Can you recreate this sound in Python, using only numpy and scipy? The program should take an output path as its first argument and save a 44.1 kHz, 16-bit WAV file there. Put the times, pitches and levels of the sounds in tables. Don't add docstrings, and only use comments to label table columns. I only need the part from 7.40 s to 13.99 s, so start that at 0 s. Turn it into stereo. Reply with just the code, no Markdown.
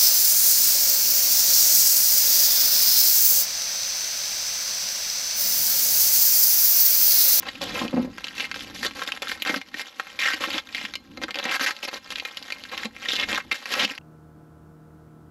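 import sys
import numpy as np
from scipy import signal
from scipy.fft import rfft, irfft, next_fast_len
from scipy.io import wavfile
from scipy.ndimage import uniform_filter1d, minimum_filter1d, map_coordinates

SR = 44100
rng = np.random.default_rng(int(sys.argv[2]) if len(sys.argv) > 2 else 0)


def generate_wav(sig):
    pcm = np.round(np.clip(np.atleast_2d(sig).T, -1, 1) * 32767).astype(np.int16)
    wavfile.write(sys.argv[1], SR, pcm)


N = 290442

STRAIN_S, STRAIN_DB = 0.0034, -18.5

# start_s [s], level_db [dB], fold_hz [Hz]
CREASE_SNAPS = [(0.088, -25.5, 2150), (0.2168, -23, 2870), (0.392, -26.5, 2420), (.48, -28.5, 2770),
                (0.7823, -27.5, 1560), (0.8429, -21.5, 3080), (0.8695, -30, 2830), (0.8832, -28, 3070),
                (0.9808, -24.5, 2620), (.9988, -22, 2240), (1.0057, -19.5, 2400), (1.1144, -22, 2180),
                (1.1432, -26, 1560), (1.161, -29.5, 1820), (1.208, -28.5, 2940), (1.4645, -17, 3750),
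                (1.51, -32.5, 1780), (1.676, -22.5, 2470), (1.7206, -19, 2410), (1.7738, -29.5, 1770),
                (1.8261, -27, 2620), (1.872, -26, 1440), (1.896, -23.5, 1640), (1.917, -19.5, 1940),
                (2.0217, -18.5, 2970), (2.051, -23, 1700), (2.0739, -24.5, 1560), (2.0948, -14.5, 1580),
                (2.143, -16.5, 1500), (2.161, -23.5, 2360), (2.215, -28, 1790), (2.343, -24.5, 1630),
                (2.598, -18.5, 1790), (2.67, -34.5, 1790), (2.791, -26, 2390), (2.833, -27, 1880),
                (2.936, -19, 2060), (3.039, -17.5, 1930), (3.1042, -24, 2800), (3.181, -19, 2740),
                (3.29, -36.5, 2610), (3.3479, -20, 2280), (3.381, -24.5, 1970), (3.4138, -28.5, 1930),
                (3.452, -23, 2250), (3.538, -26, 2200), (3.555, -21.5, 2790), (3.7737, -31.5, 2320),
                (3.8367, -19.5, 2180), (3.8844, -37, 1570), (3.908, -24.5, 2150), (3.9444, -24, 2320),
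                (3.957, -24, 3000), (3.9879, -21.5, 2690), (4.041, -23.5, 4230), (4.0541, -21, 2330),
                (4.196, -22, 1680), (4.211, -19, 1650), (4.309, -21.5, 1950), (4.3656, -31.5, 3370),
                (4.487, -28, 2470), (4.543, -28, 3420), (4.705, -26.5, 3000), (4.7216, -27, 1800),
                (4.7328, -35, 2920), (4.7577, -22.5, 2900), (4.784, -27, 2600), (4.7987, -23, 2760),
                (4.851, -25, 2550), (4.9717, -24, 3150), (5.0265, -30.5, 3770), (5.081, -36, 2160),
                (5.104, -26, 2120), (5.123, -20.5, 2500), (5.238, -29.5, 2730), (5.2524, -34, 1960),
                (5.3777, -22, 2720), (5.565, -32.5, 2110), (5.6574, -24, 2120), (5.6864, -11.5, 3040),
                (5.705, -22.5, 2810), (5.734, -21, 3400), (5.7547, -23, 3400), (5.7645, -21, 3520),
                (5.7987, -17.5, 3200), (5.929, -18, 2620), (5.947, -21, 2296), (5.978, -21.5, 1580),
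                (6.1146, -11.5, 1790), (6.257, -24.5, 2010), (6.3394, -16, 1900), (6.402, -22, 2270),
                (6.4496, -14.5, 3430), (6.579, -29, 2130)]


def snaps():
    track = np.zeros(N)
    for start_s, level_db, fold_hz in CREASE_SNAPS:
        add(track, start_s - STRAIN_S, pop(level_db, fold_hz))
    return track


def pop(level_db, fold_hz, body_db=-16.5, body_scatter_db=2.0, size=2048):
    buckle = amp(-2.5) * dying_noise(0.017, size)
    buckle[0] += 1
    strain = rng.standard_normal(round(STRAIN_S * SR))
    strain *= amp(STRAIN_DB) / np.linalg.norm(strain)
    push = np.concatenate([strain, buckle])
    shaped = np.convolve(push, facets(1, depth_db=3.0)[0])
    this_body_db = rng.normal(body_db, body_scatter_db)
    sound = sheet(shaped, fold_hz, q=2.2, body_db=this_body_db, hiss_db=-20.5)
    return amp(level_db + 20.5) * sound / np.linalg.norm(sound)


FOLD_Q, SLACK_DB, DB_PER_Q_DOUBLING = 1.93, -13, 20.5

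# start_s [s], end_s [s], level_db [dB], swell_db [dB], slips_per_s [1/s], fold_hz [Hz],
# body_db [dB], hiss_db [dB]
WRAP_PULLS = [(0.023, 0.035, -38, 8, 245, 1500, 0, -19), (0.052, 0.093, -33, 7, 600, 2220, -1, -36),
              (0.211, 0.247, -28, 5, 270, 2920, -1, -9.5), (.246, .342, -33.5, -4, 300, 3900, 2, -12.5),
              (0.339, 0.413, -28, 1, 600, 2860, 5, -8.5), (0.413, .464, -30.5, -8, 590, 1120, -3, -11),
              (.95, 1.0, -34.5, 2, 180, 1800, -6, -4), (0.999, 1.074, -31, -10, 160, 2400, -9, -15),
              (1.144, 1.252, -36.5, 1, 160, 2460, -9, -5.5), (1.343, 1.425, -36.5, -1, 330, 1880, -12, 3),
              (1.425, 1.471, -24, 1.5, 308, 1610, -3, -6), (1.546, 1.642, -32.5, 9, 290, 1640, -6, -8.5),
              (1.663, 1.693, -32.5, 6, 410, 1900, 2, -1), (1.82, 1.832, -24, -13, 520, 2337, -1.5, -10),
              (1.88, 1.955, -31, -11, 158, 1880, -14, -2), (2.058, 2.115, -26, -6, 500, 1560, -6.5, -18),
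              (2.116, 2.187, -32, -5, 430, 1840, 1.5, -8), (2.345, 2.421, -32, 19, 386, 2080, -12, -9.5),
              (2.789, 2.82, -24.5, -4, 190, 2300, -30, -16), (2.814, 2.851, -23, 0, 155, 1920, -34, -18),
              (2.849, 2.953, -23, -8.5, 200, 1830, -30, -18),
              (3.004, 3.064, -27.5, 1, 800, 1937, -8, -12.5), (3.064, 3.129, -31.5, 2, 226, 2520, -3, -11),
              (3.125, 3.203, -28.5, -4, 400, 2480, -4.5, -15),
              (3.314, 3.466, -36, 5, 137, 2540, -21, -15.5), (3.815, 3.845, -30.5, 3, 270, 2127, 1.5, -17),
              (3.881, 3.918, -35.5, -11, 145, 1890, 2, -37), (3.942, 4.006, -33.5, 12, 167, 2504, 6.5, -37),
              (4.021, 4.113, -29.5, 11.5, 165, 2280, -2, -38),
              (4.11, 4.169, -22.5, 3, 1080, 1570, -17, -11.5),
              (4.198, 4.254, -22.5, 3, 390, 1680, -10.5, -8.5),
              (4.261, 4.292, -21, -11, 1550, 1910, -25, -16.5), (4.281, 4.326, -31, -7, 510, 1560, -15, -8),
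              (4.427, 4.458, -28, 0, 440, 2210, -19, -10), (4.476, 4.493, -30, -1, 600, 2360, 3, -15),
              (4.51, 4.585, -34, 6, 121, 2070, -3, -11), (4.703, 4.729, -34, 5, 110, 2420, -14, -2),
              (4.852, 4.86, -28.5, -20, 550, 2200, -10, -20),
              (5.313, 5.357, -34.5, -2, 1700, 2120, -6.5, -18), (5.314, 5.35, -38, -1, 1200, 890, -23, -38),
              (5.359, 5.435, -36.5, 11, 270, 2140, -4, -12), (5.444, 5.457, -27, 10, 720, 2750, -0.5, -12),
              (5.618, 5.69, -37, -7, 207, 2560, -4.5, -14), (5.688, 5.777, -27.5, 4, 123, 3130, -24, -15),
              (5.777, 5.846, -26, 5, 420, 2190, -10, -26), (5.886, 5.921, -25, 1, 550, 1750, -11, -11),
              (5.915, 5.95, -34, -5, 700, 980, -18, -23), (5.928, 6.014, -28.5, -6.5, 143, 1750, -11, -19),
              (6.116, 6.13, -24.5, 11, 510, 1758, -9, -10), (6.14, 6.174, -32, -10, 510, 1900, -24, -11.5),
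              (6.26, 6.319, -32, 19, 335, 1770, -11, -9), (6.318, 6.344, -23.5, -1, 444, 2246, -6.5, -10.5),
              (6.349, 6.401, -26, 6, 760, 1880, -3.5, -12.5), (6.394, 6.452, -21, 1, 1470, 2662, -7.5, -22),
              (6.471, 6.523, -33.5, 13, 157, 2250, -21, -13.5)]


def strokes(drift=0.015):
    track = np.zeros(N)
    for start_s, end_s, level_db, swell_db, slips_per_s, fold_hz, body_db, hiss_db in WRAP_PULLS:
        q = FOLD_Q * 2 ** ((SLACK_DB - body_db) / DB_PER_Q_DOUBLING)
        n = max(int((end_s - start_s) * SR), SR // 200)
        way = np.linspace(0, 1, n)
        pressure = amp(swell_db * (way - 0.5)) * signal.windows.tukey(n, 0.12)
        smooth_rub = amp(-4) * rng.standard_normal(n)
        push = (slips(slips_per_s, n) + smooth_rub) * pressure
        glide = np.exp(drift * rng.choice([-1, 1]))
        sound = np.zeros(2 * n)
        for share, hz in [(1 - way, fold_hz / glide), (way, fold_hz * glide)]:
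            sound += sheet(np.pad(push * share, (0, n)), hz, q, body_db, hiss_db)
        add(track, start_s, amp(level_db - 2.0) * sound * np.sqrt(n) / np.linalg.norm(sound))
    return track


def slips(rate, size, jitter=0.3, scatter_db=3.0):
    count = int(1.5 * rate * size / SR) + 4
    gaps = np.exp(jitter * rng.standard_normal(count)) * SR / rate
    at = (np.cumsum(gaps) - gaps[0] * rng.uniform(0.5, 1)).astype(int)
    strength = amp(scatter_db * rng.standard_normal((count, 1)))
    polarity = rng.choice([-1, 1], (count, 1))
    pulses = facets(count, depth_db=6.5) * strength * polarity
    where = at[:, None] + np.arange(pulses.shape[1])
    return unit(np.bincount(where.ravel(), pulses.ravel(), size)[:size])


CREASES_PER_S, CREASE_DB, CREASE_SCATTER_DB = 25, 0, 4


def creases(pitch_spread=0.13):
    track = np.zeros(N)
    for start_s, end_s, pull_db, swell_db, _, fold_hz, *_ in WRAP_PULLS:
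        length_s = end_s - start_s
        count = int(length_s * CREASES_PER_S)
        for way in (np.arange(count) + rng.random(count)) / max(count, 1):
            scatter_db = CREASE_SCATTER_DB * rng.standard_normal()
            level_db = pull_db + swell_db * (way - 0.5) + CREASE_DB + scatter_db
            hz = fold_hz * np.exp(pitch_spread * rng.standard_normal())
            add(track, start_s + way * length_s - STRAIN_S, pop(level_db, hz))
    return track


# start_s [s], level_db [dB]
CREASE_CRACKS = [(2.0225, -23), (5.7362, -42), (6.117, -51)]


def cracks(hz=15000):
    track = np.zeros(N)
    for start_s, level_db in CREASE_CRACKS:
        tick = filtered(dying_noise(0.02, size=1024), lambda f: mode(f, hz, 1.9) ** 2)
        add(track, start_s, amp(level_db + 15) * tick / np.abs(tick).max())
    return track


def rustle():
    wrinkles = slips(700, N, jitter=0.8, scatter_db=4)
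    brush = amp(-7.5) * rng.standard_normal(N)
    clumps = amp(1.93 * wobble(45))
    push = (wrinkles + brush) * clumps
    return unrest() * unit(sheet(push, 1850, q=0.88, body_db=-6.5, hiss_db=-9.5))


RUSTLE_DB, AFTER_PULL_DB, SETTLE_S = -43.5, -13.5, 0.037
PAUSE_FADE_S = 0.042

# start_s [s], end_s [s], dip_db [dB]
HAND_PAUSES = [(0.655, 0.756, -8.5), (2.19, 2.314, -6.5), (2.497, 2.676, -4), (3.19, 3.293, -8.5),
               (3.53, 3.946, -12.5), (4.51, 4.627, -10), (5.21, 5.284, -2), (5.465, 5.56, -11.5),
               (6.001, 6.127, -9)]


def unrest():
    t, pulls, total_dip_db = np.arange(N) / SR, np.zeros(N), np.zeros(N)
    for start_s, end_s, level_db, *_ in WRAP_PULLS:
        settling = np.exp(-np.maximum(t - end_s, 0) / SETTLE_S)
        pulls = np.maximum(pulls, amp(level_db) * (t > start_s) * settling)
    for start_s, end_s, dip_db in HAND_PAUSES:
        inside_s = np.minimum(t - start_s, end_s - t)
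        total_dip_db += dip_db * np.clip(inside_s / PAUSE_FADE_S + 0.5, 0, 1)
    return np.hypot(amp(RUSTLE_DB), amp(AFTER_PULL_DB) * pulls) * amp(total_dip_db)


def sheet(push, fold_hz, q, body_db, hiss_db,
          body_hz=430, hiss_hz=5000, body_q=1.02, hiss_q=0.6, skirt_q=0.49):
    def response(f):
        body = amp(body_db) * mode(f, body_hz, body_q)
        fold = mode(f, fold_hz, q) * mode(f, fold_hz, skirt_q)
        wrinkles = amp(hiss_db) * mode(f, hiss_hz, hiss_q)
        return body - fold + wrinkles
    return filtered(push, response)


def facets(count, depth_db=4.5, size=128, order=26):
    knots = rng.standard_normal((count, order))
    spectra_db = depth_db * signal.resample(knots, size // 2 + 1, axis=1)
    pulses = irfft(causal(amp(spectra_db)))
    return pulses / np.linalg.norm(pulses, axis=1, keepdims=True)


# start_s [s], level_db [dB, relative], hardness_db [dB], boom_hz [Hz]
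BOX_BUMPS = [(.215, -28, 9, 253), (.415, -14, 3, 251), (.436, -16, -15, 217), (.45, -17.5, 1.5, 241),
             (.483, -29, -1, 294), (0.529, -24, 12.5, 280), (.54, -8.5, -19, 242), (0.547, -14.5, -16, 240),
             (.567, -11, 3, 258), (.579, -9, -3, 239), (.596, -10, -9, 256), (0.627, -18.5, -3, 238),
             (.647, -17, -6, 263), (.675, -21.5, -4.5, 256), (1.161, -36.5, 13, 283), (1.826, -39, 16, 302),
             (2.097, -17.5, 3, 306), (2.128, -26, -12, 260), (2.163, -19.5, -13, 273),
             (2.344, -29.5, -22, 299), (2.938, -28, 1, 314), (3.074, -25.5, -11, 322),
             (3.144, -24.5, -5, 318), (3.439, -28.5, -5, 209), (3.777, -33.5, 8, 253),
             (3.837, -22.5, -4, 322), (4.055, -23.5, 12.5, 248), (4.208, -25.5, -14, 262.5),
             (5.453, -21, -1, 217), (5.93, -21, -12, 327), (6.431, -24, -10, 301),
             (6.448, -23.5, -16, 210.5), (6.509, -30, 2, 280)]
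# pitch_hz [Hz], level_db [dB, relative], t60_s [s]
CARDBOARD_MODES = [(478, -12, 0.082), (540, 1.5, 0.041), (896, -6, 0.062), (1030, -26, .04)]


def bumps(cut_hz=140, spread=1.355):
    track = np.zeros(N)
    for start_s, level_db, hardness_db, hz in BOX_BUMPS:
        boom = ring([(hz / spread, -7, 0.06), (hz, 0, 0.08), (hz * spread, -6, 0.05)])
        panels = amp(hardness_db - 11.0) * ring(CARDBOARD_MODES)
        scrape = dying_noise(0.15, size=len(boom))
        scuff = filtered(scrape, lambda f: mode(f, 530, 0.79) * mode(f, 540, 0.8))
        add(track, start_s, amp(level_db - 2.5) * (boom + panels + amp(hardness_db + 25.5) * scuff))
    return signal.sosfilt(signal.butter(3, cut_hz, "highpass", fs=SR, output="sos"), track)


# pitch_hz [Hz], level_db [dB, relative], t60_s [s]
STEEL_MODES = [(1690, -14, .3), (2130, 30, 0.13), (3230, 11, 0.029), (4130, 36, 0.26), (5060, -33, .22)]


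def bracket(wrap):
    steel = ring(STEEL_MODES)
    return amp(-22.0) * signal.fftconvolve(wrap, steel / np.linalg.norm(steel))[:N]


def surroundings(x, size=9000):
    track, block = np.zeros(N), SR // 4
    for i in range(0, N, block):
        tail = amp(-13.5) * dying_noise(0.059, size) + amp(-17.0) * dying_noise(0.13, size)
        add(track, i / SR + 0.003, signal.fftconvolve(x[i:i + block], tail))
    return track


# [dB, relative]
AIR_LEVEL = [(0.0, -57.5), (0.58, -51), (0.95, -63.5), (1.47, -53), (1.74, -68.5), (1.98, -62), (2.49, -78),
             (2.88, -64), (3.36, -64), (3.8, -54.5), (3.89, -60), (4.55, -81), (4.58, -64), (4.86, -70),
             (6.07, -58), (6.27, -79), (6.46, -61), (6.59, -74)]
# [dB, relative]
RUMBLE_SPECTRUM = [(20, -20), (60, -2.5), (110, 1.5), (190, 1), (280, 0.5), (450, -10), (1000, -52)]
# [dB, relative]
OUTDOOR_SPECTRUM = [(30, -11), (300, 6.5), (1000, 6), (4000, -34), (16000, 5.5)]


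def air():
    def noise(spectrum):
        return unit(filtered(rng.standard_normal(N), lambda f: amp(along(spectrum, f))))
    gusts = amp(curve(AIR_LEVEL) + 8.5 + 2.6 * wobble(12.0))
    return gusts * noise(RUMBLE_SPECTRUM) + amp(-54.5) * noise(OUTDOOR_SPECTRUM)


def amp(db):
    return 10 ** (np.asarray(db) / 20)


def unit(x):
    return x / np.sqrt(np.mean(x ** 2) + 1e-20)


def along(points, hz):
    f, v = np.transpose(points)
    return np.interp(np.log(hz + 1), np.log(f), v)


def curve(rows):
    return np.interp(np.arange(N) / SR, *np.transpose(rows))


def wobble(rate):
    knots = rng.standard_normal(int(N * rate / SR) + 4)
    return map_coordinates(knots, [np.arange(N) * rate / SR])


def add(track, s, sound):
    place = track[max(round(s * SR), 0):][:len(sound)]
    place += sound[:len(place)]


def filtered(x, response):
    n = x.shape[-1]
    m = 2 * next_fast_len(n + SR // 20)
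    return irfft(rfft(x, m) * response(np.fft.rfftfreq(m, 1 / SR)), m)[..., :n]


def causal(gain):
    cepstrum = irfft(np.log(gain))
    half = cepstrum.shape[-1] // 2
    cepstrum[..., 1:half] *= 2
    cepstrum[..., half + 1:] = 0
    return np.exp(rfft(cepstrum))


def mode(f, hz, q):
    damping = 1j * f * hz / q
    return damping / (hz * hz - f * f + damping)


def dying_noise(t60, size):
    burst = rng.standard_normal(size) * amp(-60 * np.arange(size) / SR / t60)
    return burst / np.linalg.norm(burst)


def ring(modes, size=12000):
    t = np.arange(size) / SR
    sound = np.zeros(size)
    for hz, level_db, t60 in modes:
        decay = amp(level_db + rng.normal(0, 0.31) - 60 * t / t60)
        sound += decay * np.sin(2 * np.pi * hz * rng.normal(1, 0.0019) * t)
    return sound / np.abs(sound).max()


def sparkle(pair, edge_hz=9000, depth_db=2.5):
    top = filtered(pair, lambda f: f > edge_hz)
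    flicker = unit(amp(depth_db * np.array([wobble(170), wobble(170)])))
    return pair + top * (flicker - 1)


# frequency_hz [Hz], side_over_mid_db [dB]
STEREO_WIDTH = [(30, -3), (150, -28.5), (3000, -35), (6500, -22), (8000, -16), (9500, -28), (13000, -3)]


def scene():
    wrap = snaps() + creases() + cracks() + strokes() + rustle()
    direct = wrap + bumps()
    mid = direct + bracket(wrap) + surroundings(direct) + air()
    scattered = signal.fftconvolve(mid, dying_noise(0.013, size=1024))[:N]
    side = filtered(scattered, lambda f: amp(along(STEREO_WIDTH, f)))
    return sparkle(np.array([mid + side, mid - side]))


DOUBLE_S, DOUBLE_TOP_HZ, TOP_HZ = 0.003764, 8300, 16500

# frequency_hz [Hz], gain_db [dB]
MIC_COLOUR = [(30, -1.5), (4500, -0.5), (6000, -5.5), (7500, -9.5), (9000, -22.5), (9700, -14),
              (11500, -6.5), (12500, -9), (13000, -23), (15000, -25), (16500, -48)]


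def record(dry, double_db=-4.5, ceiling=0.33):
    def camera(f):
        delayed = np.exp(-2j * np.pi * f * DOUBLE_S)
        comb = 1 + amp(double_db) * (f < DOUBLE_TOP_HZ) * delayed
        return causal(amp(along(MIC_COLOUR, f))) * comb
    x = filtered(dry, camera)
    needed = 1 / np.maximum(np.abs(x).max(axis=0) / ceiling, 1)
    gain = uniform_filter1d(minimum_filter1d(needed, size=65), size=65)
    return filtered(x * gain, lambda f: f < TOP_HZ)


dry = scene()
out = record(dry)
generate_wav(out)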